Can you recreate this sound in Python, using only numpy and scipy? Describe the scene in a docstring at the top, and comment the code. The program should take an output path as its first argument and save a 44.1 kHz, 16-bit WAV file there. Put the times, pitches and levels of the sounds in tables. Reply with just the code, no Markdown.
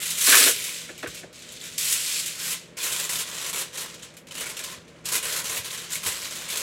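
"""Crackling, sizzling foil is pulled off a roll that knocks in its cardboard box, torn along the cutter,
laid on a baking dish and crimped round the rim; dull low thuds sound below and a small kitchen hums.
Every buckling crease is a tiny snap that sets a patch of the sheet ringing, as random impulses through
decaying noise bands. Knocks and thuds are noise bursts through resonances; the kitchen is filtered noise."""
import sys
import numpy as np
from scipy import signal
from scipy.fft import rfft, irfft, next_fast_len
from scipy.io import wavfile
from scipy.ndimage import uniform_filter1d

SR = 44100
rng = np.random.default_rng(int(sys.argv[2]) if len(sys.argv) > 2 else 0)


def generate_wav(sig):
    """Save sig (samples, or channels by samples) to the path in sys.argv[1] as 16-bit PCM at SR."""
    pcm = np.round(np.clip(np.atleast_2d(sig).T, -1, 1) * 32767).astype(np.int16)
    wavfile.write(sys.argv[1], SR, pcm)


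N = 291927
TIME = np.arange(N) / SR


def from_db(db):
    """Logarithmic level: decibels to amplitude gain."""
    return 10 ** (np.asarray(db) / 20)


def rms_one(x):
    """Normalisation: scale to an effective value of 1."""
    return x / np.sqrt(np.mean(x ** 2) + 1e-20)


def unit_energy(x):
    """Normalisation: scale to a total energy of 1."""
    return x / np.linalg.norm(x)


def in_time(rows):
    """Linear interpolation: the columns of a curve at every sample."""
    s, *columns = np.transpose(rows)
    return [np.interp(TIME, s, column) for column in columns]


def at_hz(points, hz):
    """Logarithmic pitch scale: read a table along a log-frequency axis."""
    f, value = np.transpose(points)
    return np.interp(np.log(hz + 1e-3), np.log(f), value)


def shaped(x, gain):
    """Linear filtering: multiply the spectrum by a smooth gain, given as a function of frequency."""
    size = next_fast_len(len(x) + 2048)
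    spectrum = rfft(x, size) * gain(np.fft.rfftfreq(size, 1 / SR))
    return irfft(spectrum, size)[:len(x)]


def cut(x, hz, kind, order=2):
    """Maximally flat (Butterworth) low- or high-pass."""
    return signal.sosfilt(signal.butter(order, hz, kind, fs=SR, output="sos"), x)


def resonate(x, hz, width_hz):
    """Simple resonance: a pole pair whose damping sets the bandwidth, with gain 1 on top."""
    r = np.exp(-np.pi * width_hz / SR)
    zeros = np.array([1, 0, -1]) * (1 - r * r) / 2
    return signal.lfilter(zeros, [1, -2 * r * np.cos(2 * np.pi * hz / SR), r * r], x)


def add(out, s, sound):
    """Superposition: mix a sound in at a time."""
    start = max(round(s * SR), 0)
    out[start:start + len(sound)] += sound[:max(N - start, 0)]


def dense_ring(t60s, patchy_db, size):
    """High modal density: overlapping modes as noise bands, each with its own decay and level; energy 1."""
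    t, hz = np.arange(size) / SR, np.fft.rfftfreq(size, 1 / SR)
    edges = np.geomspace(80, 20000, 33)[:, None]
    low, high = edges[:-1], edges[1:]
    random_phase = np.exp(2j * np.pi * rng.random(len(hz)))
    bands = irfft(random_phase * ((hz >= low) & (hz < high)), size)
    decay_db = -60 * t / at_hz(t60s, np.sqrt(low * high))
    uneven = rms_one(uniform_filter1d(rng.standard_normal(len(bands)), size=3))[:, None]
    return rms_one(np.sum(bands * from_db(decay_db + patchy_db * uneven), axis=0)) / np.sqrt(size)


# Colour of the background air noise. Each row: frequency in Hz, gain in dB.
AIR_COLOUR = [(30, -21), (60, -4.5), (110, -5), (170, 0), (260, -4), (560, -4.5), (680, -11.5), (850, -14),
              (2300, -13.5), (3800, -25), (5500, -32), (9000, -37), (15000, -49.5)]
# Appliance hum and fan resonances, each two equal resonators in series.
# Each row: frequency in Hz, width of one resonator in Hz, rms level in dB.
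HUM_BANDS = [(122.5, 3.5, -65), (165.5, 8.6, -58), (245.8, 7.1, -67.5), (341, 22, -66.5),
             (480.5, 79, -61.5), (598, 74, -65)]


def background(air_db=-52.0, lowest_hz=42):
    """Filtered noise: a steady rush of air, and narrow noise bands for the hum of an appliance."""
    air = shaped(rng.standard_normal(N), lambda hz: from_db(at_hz(AIR_COLOUR, hz)))
    out = from_db(air_db) * rms_one(cut(air, lowest_hz, "high"))
    for hz, width_hz, db in HUM_BANDS:
        noise = rng.standard_normal(N + SR)   # the first second lets the resonators settle
        band = resonate(resonate(noise, hz, width_hz), hz, width_hz)[SR:]
        out += from_db(db) * rms_one(band)
    return out


# Reverberation of the kitchen. Each row: frequency in Hz, time to decay by 60 dB in seconds.
ROOM_DECAY = [(100, 0.21), (400, 0.8), (1000, 0.17), (3500, 0.6), (8000, 0.39), (16000, 0.32)]


def kitchen(x, wet_db=-17.0, delay_s=.007):
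    """Reverberation: the direct sound, then the short diffuse tail of a hard-walled room."""
    out = x.copy()
    tail = signal.oaconvolve(x, dense_ring(ROOM_DECAY, patchy_db=0, size=20000))[:N]
    add(out, delay_s, from_db(wet_db) * tail)
    return out


# Dull low thuds: one as the roll knocks in its box, the rest as the dish rocks on the counter.
# Each row: start in seconds, relative peak level in dB.
LOW_THUDS = [(1.073, -43), (3.131, -51), (4.769, -50), (5.482, -51), (5.581, -47), (5.957, -53),
             (6.058, -43)]


def low_thuds(level_db=3.5, decay_s=0.027):
    """Forced vibration: a decaying push excites a low resonance, heard as a dull thud."""
    out, t = np.zeros(N), TIME[:SR // 4]
    for s, peak_db in LOW_THUDS:
        push = rng.standard_normal(len(t)) * np.exp(-t / decay_s)
        thud = resonate(push, 85, 34) + resonate(push, 85, 35)
        thud = cut(cut(thud, 240, "low"), 45, "high")
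        add(out, s, from_db(peak_db + level_db) * thud / np.abs(thud).max())
    return out


# The spell in which the roll rattles: start in seconds, end in seconds.
RATTLE_SPAN = (0.265, 0.495)


def rattle(per_s=52, clack_db=-14.5, boom_db=-31.5, scatter_db=1.5):
    """Jittered repetition: uneven knocks while the roll spins, as rows like those of ROLL_KNOCKS."""
    times = np.arange(*RATTLE_SPAN, 1 / per_s)
    chance = rng.standard_normal((len(times), 3))
    return [(s + shift * 0.18 / per_s, clack_db + scatter_db * clack, boom_db + scatter_db * boom)
            for s, (shift, clack, boom) in zip(times, chance)]


# Single knocks of the roll in its box, strong and faint.
# Each row: start in seconds, relative peak level of the clack in dB, relative rms level of the boom in dB.
ROLL_KNOCKS = [(0.3226, -2.5, -34), (0.3415, -6.5, -40), (0.351, -12, -35), (0.37, -12, -36),
               (0.456, -21, -27.5), (0.474, -15, -35), (0.8891, -26.5, -38.5), (1.029, -19, -29),
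               (1.038, -28, -40), (1.06, -23, -44), (1.2318, -33.5, -38)]
# Modes of the cardboard box. Each row: frequency in Hz, width in Hz, gain in dB.
BOX_MODES = [(285, 104, -7), (392, 77, -2), (484, 46, -1), (632, 97, -6.5), (1106, 41, -4),
             (1226, 58, -3.5), (1513, 120, 1), (1596, 51, 2), (1723, 74, 3), (1972, 180, -1),
             (2156, 450, -3.5), (2750, 290, -6), (3400, 900, -13)]


def box_modes(push, low_hz, high_hz):
    """Modal summation: the box modes between two frequencies, with alternating sign."""
    return sum((-1) ** k * from_db(db) * resonate(push, hz, width_hz)
               for k, (hz, width_hz, db) in enumerate(BOX_MODES) if low_hz < hz < high_hz)


def roll_in_box(clack_db=-4.0, boom_db=-4.0, scuff_s=0.017, swell_s=0.0085, boom_s=0.022, top_hz=4800):
    """Impact excitation: a short scuff makes the walls clack at once; the hollow boom swells just after."""
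    out, t = np.zeros(N), TIME[:SR // 5]
    for s, peak_db, hollow_db in ROLL_KNOCKS + rattle():
        grit = rng.standard_normal(len(t))
        scuff = grit * np.exp(-t / scuff_s)
        scuff[0] = 6   # a strong first contact
        swell = grit * t * np.exp(-t / swell_s)
        walls = cut(box_modes(scuff, 800, np.inf), top_hz, "low")
        hollow = box_modes(swell, 0, 800)
        add(out, s, from_db(peak_db + clack_db) * walls / np.abs(walls).max())
        # the boom's rms level counts its energy as if spread over boom_s
        add(out, s, from_db(hollow_db + boom_db) * np.sqrt(boom_s * SR) * unit_energy(hollow))
    return out


# Colour of the ringing foil before its low roll-off. Each row: frequency in Hz, gain in dB.
FOIL_COLOUR = [(500, -8), (1000, -16), (1400, -6.5), (1850, -7), (2400, -2), (3100, -1), (4000, -2.5),
               (4800, -5), (6300, -3.5), (7700, -1.5), (8500, -4.5), (11500, -6.5), (14000, -12),
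               (16000, -17.5)]


def foil_colour(hz):
    """Radiation efficiency: the thin sheet radiates little below a kilohertz or so."""
    return from_db(at_hz(FOIL_COLOUR, hz)) / np.sqrt(1 + (1450 / (hz + 1)) ** (2 * np.pi))


# Ringing of the foil. Each row: frequency in Hz, time to decay by 60 dB in seconds.
FOIL_DECAY = [(300, 0.1), (1500, 0.15), (4000, 0.17), (9000, 0.14), (16000, 0.084)]
# Pitch range of the foil's facets: lowest in Hz, highest in Hz.
FACET_RANGE = (1870, 11330)


def buckle(crack_db, crack_s, patchy_db, ping_db=-10.5, ping_spread_db=6.5):
    """Snap-through buckling: a crease cracks, a facet beside it pings, the sheet around shimmers; energy 1."""
    ring = dense_ring(FOIL_DECAY, patchy_db, size=4096)
    t = TIME[:len(ring)]
    crack = rng.standard_normal(len(t)) * np.exp(-t / crack_s)
    facet_hz = np.exp(rng.uniform(*np.log(FACET_RANGE)))   # small facets ping high
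    cycles = rng.uniform(2, 8)   # cycles in which the ping falls to 1/e
    ping = np.sin(2 * np.pi * facet_hz * t) * np.exp(-t * facet_hz / cycles)
    ping_gain = from_db(ping_db + ping_spread_db * rng.uniform(-0.96, 1))
    return unit_energy(ring + from_db(crack_db) * unit_energy(crack) + ping_gain * unit_energy(ping))


# Loudness of the tear: start, full level, start of fading and end, each in seconds.
TEAR_TIMES = [1.776, 1.78, 2.2, 2.33]
# Ripping along the cutter. Each row: time in seconds, relative crackle level in dB.
RIP_CURVE = [(1.79, -29.5), (1.942, -26.5), (1.994, -30.5), (2.19, -29.5), (2.252, -34), (2.26, -31),
             (2.38, -37)]


def tearing(level_db=-3.0, teeth_hz=520, slip=.3, lead_s=.012, rasp_hz=5200, rasp_width_hz=5000):
    """Impulse train: the sheet parts tooth by tooth along the serrated cutter, at an unsteady speed."""
    # the ring lags the teeth, so the level is read a little early
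    rip_db = np.interp(TIME + lead_s, TIME, in_time(RIP_CURVE)[0])
    drift = rms_one(uniform_filter1d(rng.standard_normal(N), SR // 50))
    teeth_passed = np.floor(np.cumsum(teeth_hz * np.exp(slip * drift)) / SR)
    teeth = np.diff(teeth_passed, prepend=0) * from_db(4 * rng.standard_normal(N))
    snap = buckle(crack_db=-4.0, crack_s=0.00062, patchy_db=3, ping_db=-29.0)
    rip = signal.oaconvolve(teeth * rng.choice([-1, 1], N), snap)[:N]
    rip = rms_one(resonate(shaped(rip, foil_colour), rasp_hz, rasp_width_hz))
    return rip * from_db(rip_db + level_db) * np.interp(TIME, TEAR_TIMES, [0, 1, 1, 0])


# Single snaps of the foil, and the sharp crack of one box knock.
# Each row: start in seconds, relative level in dB, treble gain in dB.
SINGLE_SNAPS = [(0.0548, -18, 2), (0.105, -14, 5), (0.208, -15, -3), (0.4244, -22, -10), (0.4808, -15, 10),
                (0.641, -21, 11), (0.9782, -25, -1), (1.027, -24, -7), (1.0723, -30.5, 10),
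                (1.1468, -25.5, 3), (1.3282, -34.5, 1), (1.3896, -34.5, 2), (1.52, -34.5, 12),
                (1.7803, -22.5, 16.5), (1.9242, -16, 13), (2.2602, -20.5, 11), (2.7705, -23.5, 0.5),
                (2.829, -22, 12.5), (2.924, -13.5, 4.5), (2.9977, -22, 12), (3.1904, -14.5, -9),
                (3.3818, -17, -13), (3.774, -22, 6.5), (3.941, -26, -4), (3.9925, -28.5, -24),
                (4.139, -35, -12), (4.168, -27, 0), (4.2701, -28.5, -9), (4.3438, -29, 3),
                (4.5036, -32, -6), (4.568, -17, 0), (4.5917, -17.5, -2), (4.6387, -19.5, 5.5),
                (4.8792, -35.5, -17), (5.0557, -18.5, 7.5), (5.087, -20.5, 9.5), (5.1421, -14.5, -3),
                (5.325, -15, 0), (5.3622, -13.5, -1), (5.568, -17, -16), (6.061, -11.5, -10),
                (6.246, -17, -8), (6.354, -26, 9), (6.501, -16.5, 3), (6.572, -16, 7)]


def snaps(level_db=19.0, bright_hz=7000):
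    """Impulse response: single snaps ring one at a time; some sound bright, others dull."""
    out = np.zeros(N)
    for s, snap_db, bright_db in SINGLE_SNAPS:
        snap = buckle(crack_db=0.0, crack_s=0.023, patchy_db=3, ping_db=-16.5)
        dull = cut(snap, bright_hz, "low", order=1)
        add(out, s, from_db(snap_db + level_db) * (dull + from_db(bright_db) * (snap - dull)))
    return shaped(out, foil_colour)


def dip_and_burst(dip_db=4, dip_s=0.0082, burst_db=3.0, burst_s=0.0036):
    """Gain modulation: the crackle dips just before each snap or knock and bursts briefly at it."""
    db, t = np.zeros(N), TIME[:SR // 10]
    dip = -dip_db * np.exp(-t / dip_s)[::-1]
    for s, *_ in [*SINGLE_SNAPS, *ROLL_KNOCKS]:
        cropped = max(len(dip) - round(s * SR), 0)   # the part that would fall before time zero
        add(db, s - len(dip) / SR, dip[cropped:])
        add(db, s, burst_db * np.exp(-t / burst_s))
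    return from_db(db)


def working_spot(count, moves_per_s=22, size=7):
    """Localised strain: buckling stays among a few neighbouring patches, then jumps elsewhere."""
    moves = np.cumsum(rng.random(N) < moves_per_s / SR)
    return (rng.integers(0, count, N)[moves] + rng.integers(0, size, N)) % count


ATTACK_S, RELEASE_DB_PER_S = 0.024, 374
# the creases go on settling after each movement, softly and for longer
SETTLE_DB, SETTLE_DB_PER_S = -6.5, 134


def movement(start, end, db, attack_s):
    """Relaxation: power of the crackle in one movement, with attack, hold, quick release and slow settling."""
    attack = np.clip((TIME - start) / attack_s, 0, 1)
    after = np.maximum(TIME - end, 0)
    fall_db = np.maximum(-RELEASE_DB_PER_S * after, SETTLE_DB - SETTLE_DB_PER_S * after)
    return (attack * from_db(db + fall_db)) ** 2


def stroke(s, length, db, swell_db):
    """Linear level ramp: a movement that swells or fades evenly about its level while it lasts."""
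    progress = np.clip((TIME - s) / length, 0, 1)
    return movement(s, s + length, db + swell_db * (progress - .5), ATTACK_S)


# Drawing the sheet off the roll in one pull. Each row: time in seconds, relative crackle level in dB.
PULL_CURVE = [(0.0, -31.5), (0.126, -31), (0.148, -34.5), (0.308, -16.5), (0.462, -19), (0.482, -18.5),
              (0.54, -33), (0.66, -32.5), (0.794, -36.5), (0.97, -48)]
# The loose sheet sways in the air. Each row: start in seconds, length in seconds,
# relative crackle level in dB, swell from start to end in dB.
SHEET_SWAYS = [(0.968, 0.043, -43, 2), (1.06, 0.13, -41, 5), (1.317, 0.19, -43.5, 2),
               (1.487, 0.086, -43, 3), (1.581, 0.085, -38, 4), (1.67, 0.13, -41, 0)]
# The hands press it onto the dish and round the rim. Each row: start in seconds, length in seconds,
# relative crackle level in dB, swell from start to end in dB, panel flexing against the crackle in dB.
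HAND_PRESSES = [(2.368, 0.16, -31, 4.5, -18), (2.756, 0.083, -32.5, 4, -13),
                (2.824, .23, -30.5, -1.5, -11.5), (3.069, 0.14, -29.5, 0, -12.5),
                (3.24, 0.37, -33.5, 7.5, -9.5), (3.715, .11, -34.5, 6, -9), (3.84, 0.14, -44, -9, -9),
                (4.007, 0.022, -38, 3, -17), (4.269, .15, -37, 12.5, -10), (4.433, 0.062, -36, 9.5, -8),
                (4.54, 0.19, -38.5, 2, -9), (4.844, 0.17, -58.5, 1, -5), (5.037, 0.14, -34.5, 0, -9),
                (5.104, .055, -26, -1.5, -12), (5.201, 0.19, -31, 1.5, -8.5), (5.416, 0.16, -31.5, 3, -9.5),
                (5.621, .05, -34, 2, -14), (5.69, 0.18, -36, -8.5, -12), (5.88, 0.071, -31.5, 8, -16),
                (6.004, 0.075, -31, 9, -9.5), (6.082, 0.37, -35, -2.5, -11.5),
                (6.461, 0.16, -32, 1.5, -9.5)]
# flexing of broad panels against the crackle (dB)
FLEX_PULL_DB, FLEX_RIP_DB, FLEX_SWAY_DB = -23.5, -24.5, -29
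# the finest creases need force: below this crackle level their sizzle drops out, by so many dB per dB
SIZZLE_KNEE_DB, SIZZLE_DROP = -28, 1


def handling(pull_db=0.5, rip_db=-1.0, lead_s=0.012, rip_attack_s=0.0096):
    """Power addition: levels in dB of crackle, panel flexing and fine sizzle, all following the force."""
    # the ring lags the buckles, so both curves run early
    pull_curve_db, = in_time(np.array(PULL_CURVE) - [lead_s, 0])
    rip_curve_db, = in_time(np.array(RIP_CURVE) - [lead_s, 0])
    # the pull is already under way at time zero
    pull = movement(-2 * ATTACK_S, PULL_CURVE[-1][0], pull_curve_db + pull_db, ATTACK_S)
    rip = movement(TEAR_TIMES[0], RIP_CURVE[-1][0], rip_curve_db + rip_db, rip_attack_s)
    moves = [(pull, FLEX_PULL_DB), (rip, FLEX_RIP_DB)]
    moves += [(stroke(*row), FLEX_SWAY_DB) for row in SHEET_SWAYS]
    moves += [(stroke(*row), flex) for *row, flex in HAND_PRESSES]
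    crackle_db = 10 * np.log10(sum(power for power, _ in moves) + 1e-14)
    flex_db = 10 * np.log10(sum(power * from_db(flex) ** 2 for power, flex in moves) + 1e-14)
    sizzle_db = crackle_db - SIZZLE_DROP * np.maximum(SIZZLE_KNEE_DB - crackle_db, 0)
    return crackle_db, flex_db, sizzle_db


# Pace of the work, from unrolling and tearing to crimping. Each row: time in seconds, buckles per second.
BUCKLE_PACE = [(0, 800), (.35, 1480), (.8, 810), (1.5, 460), (1.9, 1360), (2.4, 900), (3.0, 450),
               (4.2, 248), (5.3, 460), (6.6, 400)]
# Colour of broad flexing panels. Each row: frequency in Hz, gain in dB.
PANEL_COLOUR = [(120, -6), (270, -12), (420, 1), (620, -0.5), (780, -9), (930, -2), (1030, 4), (1190, -3.5),
                (1500, -4.5), (1900, -7), (2600, -30)]


def crinkling(size_db=2.5, even_s=0.044, split_hz=8500, crackle_trim_db=-2.0, sizzle_trim_db=-1.5,
              flex_trim_db=-1.0, count=80):
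    """Crackling noise: random buckles of very unequal size, spread over many patches of the sheet."""
    crackle_db, flex_db, sizzle_db = handling()
    per_s, = in_time(BUCKLE_PACE)
    sizes = from_db(size_db * np.minimum(rng.exponential(1, N), 4.5))
    clicks = (rng.random(N) < per_s / SR) * sizes
    # the hands feed in energy steadily, so differences in local power are partly evened out
    power = uniform_filter1d(rms_one(clicks) ** 2, int(even_s * SR)) + 1e-3
    clicks = rms_one(clicks / power ** .42) * dip_and_burst()

    def fine_share(hz):
        """Crossover: the share of the finest creases rises with frequency."""
        return 1 / (1 + (split_hz / (hz + 1)) ** 6)

    # broad panels sound low, ordinary creases in the middle, the finest ones on top
    registers = [(flex_db + flex_trim_db, lambda hz: from_db(at_hz(PANEL_COLOUR, hz))),
                 (crackle_db + crackle_trim_db, lambda hz: foil_colour(hz) * (1 - fine_share(hz))),
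                 (sizzle_db + sizzle_trim_db, lambda hz: foil_colour(hz) * fine_share(hz))]
    gains = from_db([db for db, _ in registers])
    onset = np.zeros(SR // 1000)   # a millisecond of silence leads each patch
    patches = [np.append(onset, buckle(crack_db=-10.0, crack_s=0.00093, patchy_db=1.5))
               for _ in range(count)]
    voices = np.array([[shaped(patch, colour) for _, colour in registers] for patch in patches])
    # each register has a mean energy of 1 over the patches
    voices /= np.sqrt(np.mean(np.sum(voices ** 2, axis=2), axis=0))[:, None]
    struck, sign, out = working_spot(count), rng.choice([-1, 1], N), np.zeros(N)
    for i in np.flatnonzero(clicks):
        add(out, i / SR, sign[i] * clicks[i] * gains[:, i] @ voices[struck[i]])
    return out


def scene():
    """Superposition: foil, box and thuds reverberate in the kitchen, over its background."""
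    work = low_thuds() + roll_in_box() + tearing() + snaps() + crinkling()
    return (background() + kitchen(work))[None]


def record(dry):
    """Soft saturation and band limiting: the highest peaks are rounded and the top is cut at 15.9 kHz."""
    top = signal.ellip(12, .1, 80, 15900, fs=SR, output="sos")
    return signal.sosfilt(top, 1.2 * np.tanh(dry / 1.2))


dry = scene()
out = record(dry)
generate_wav(out)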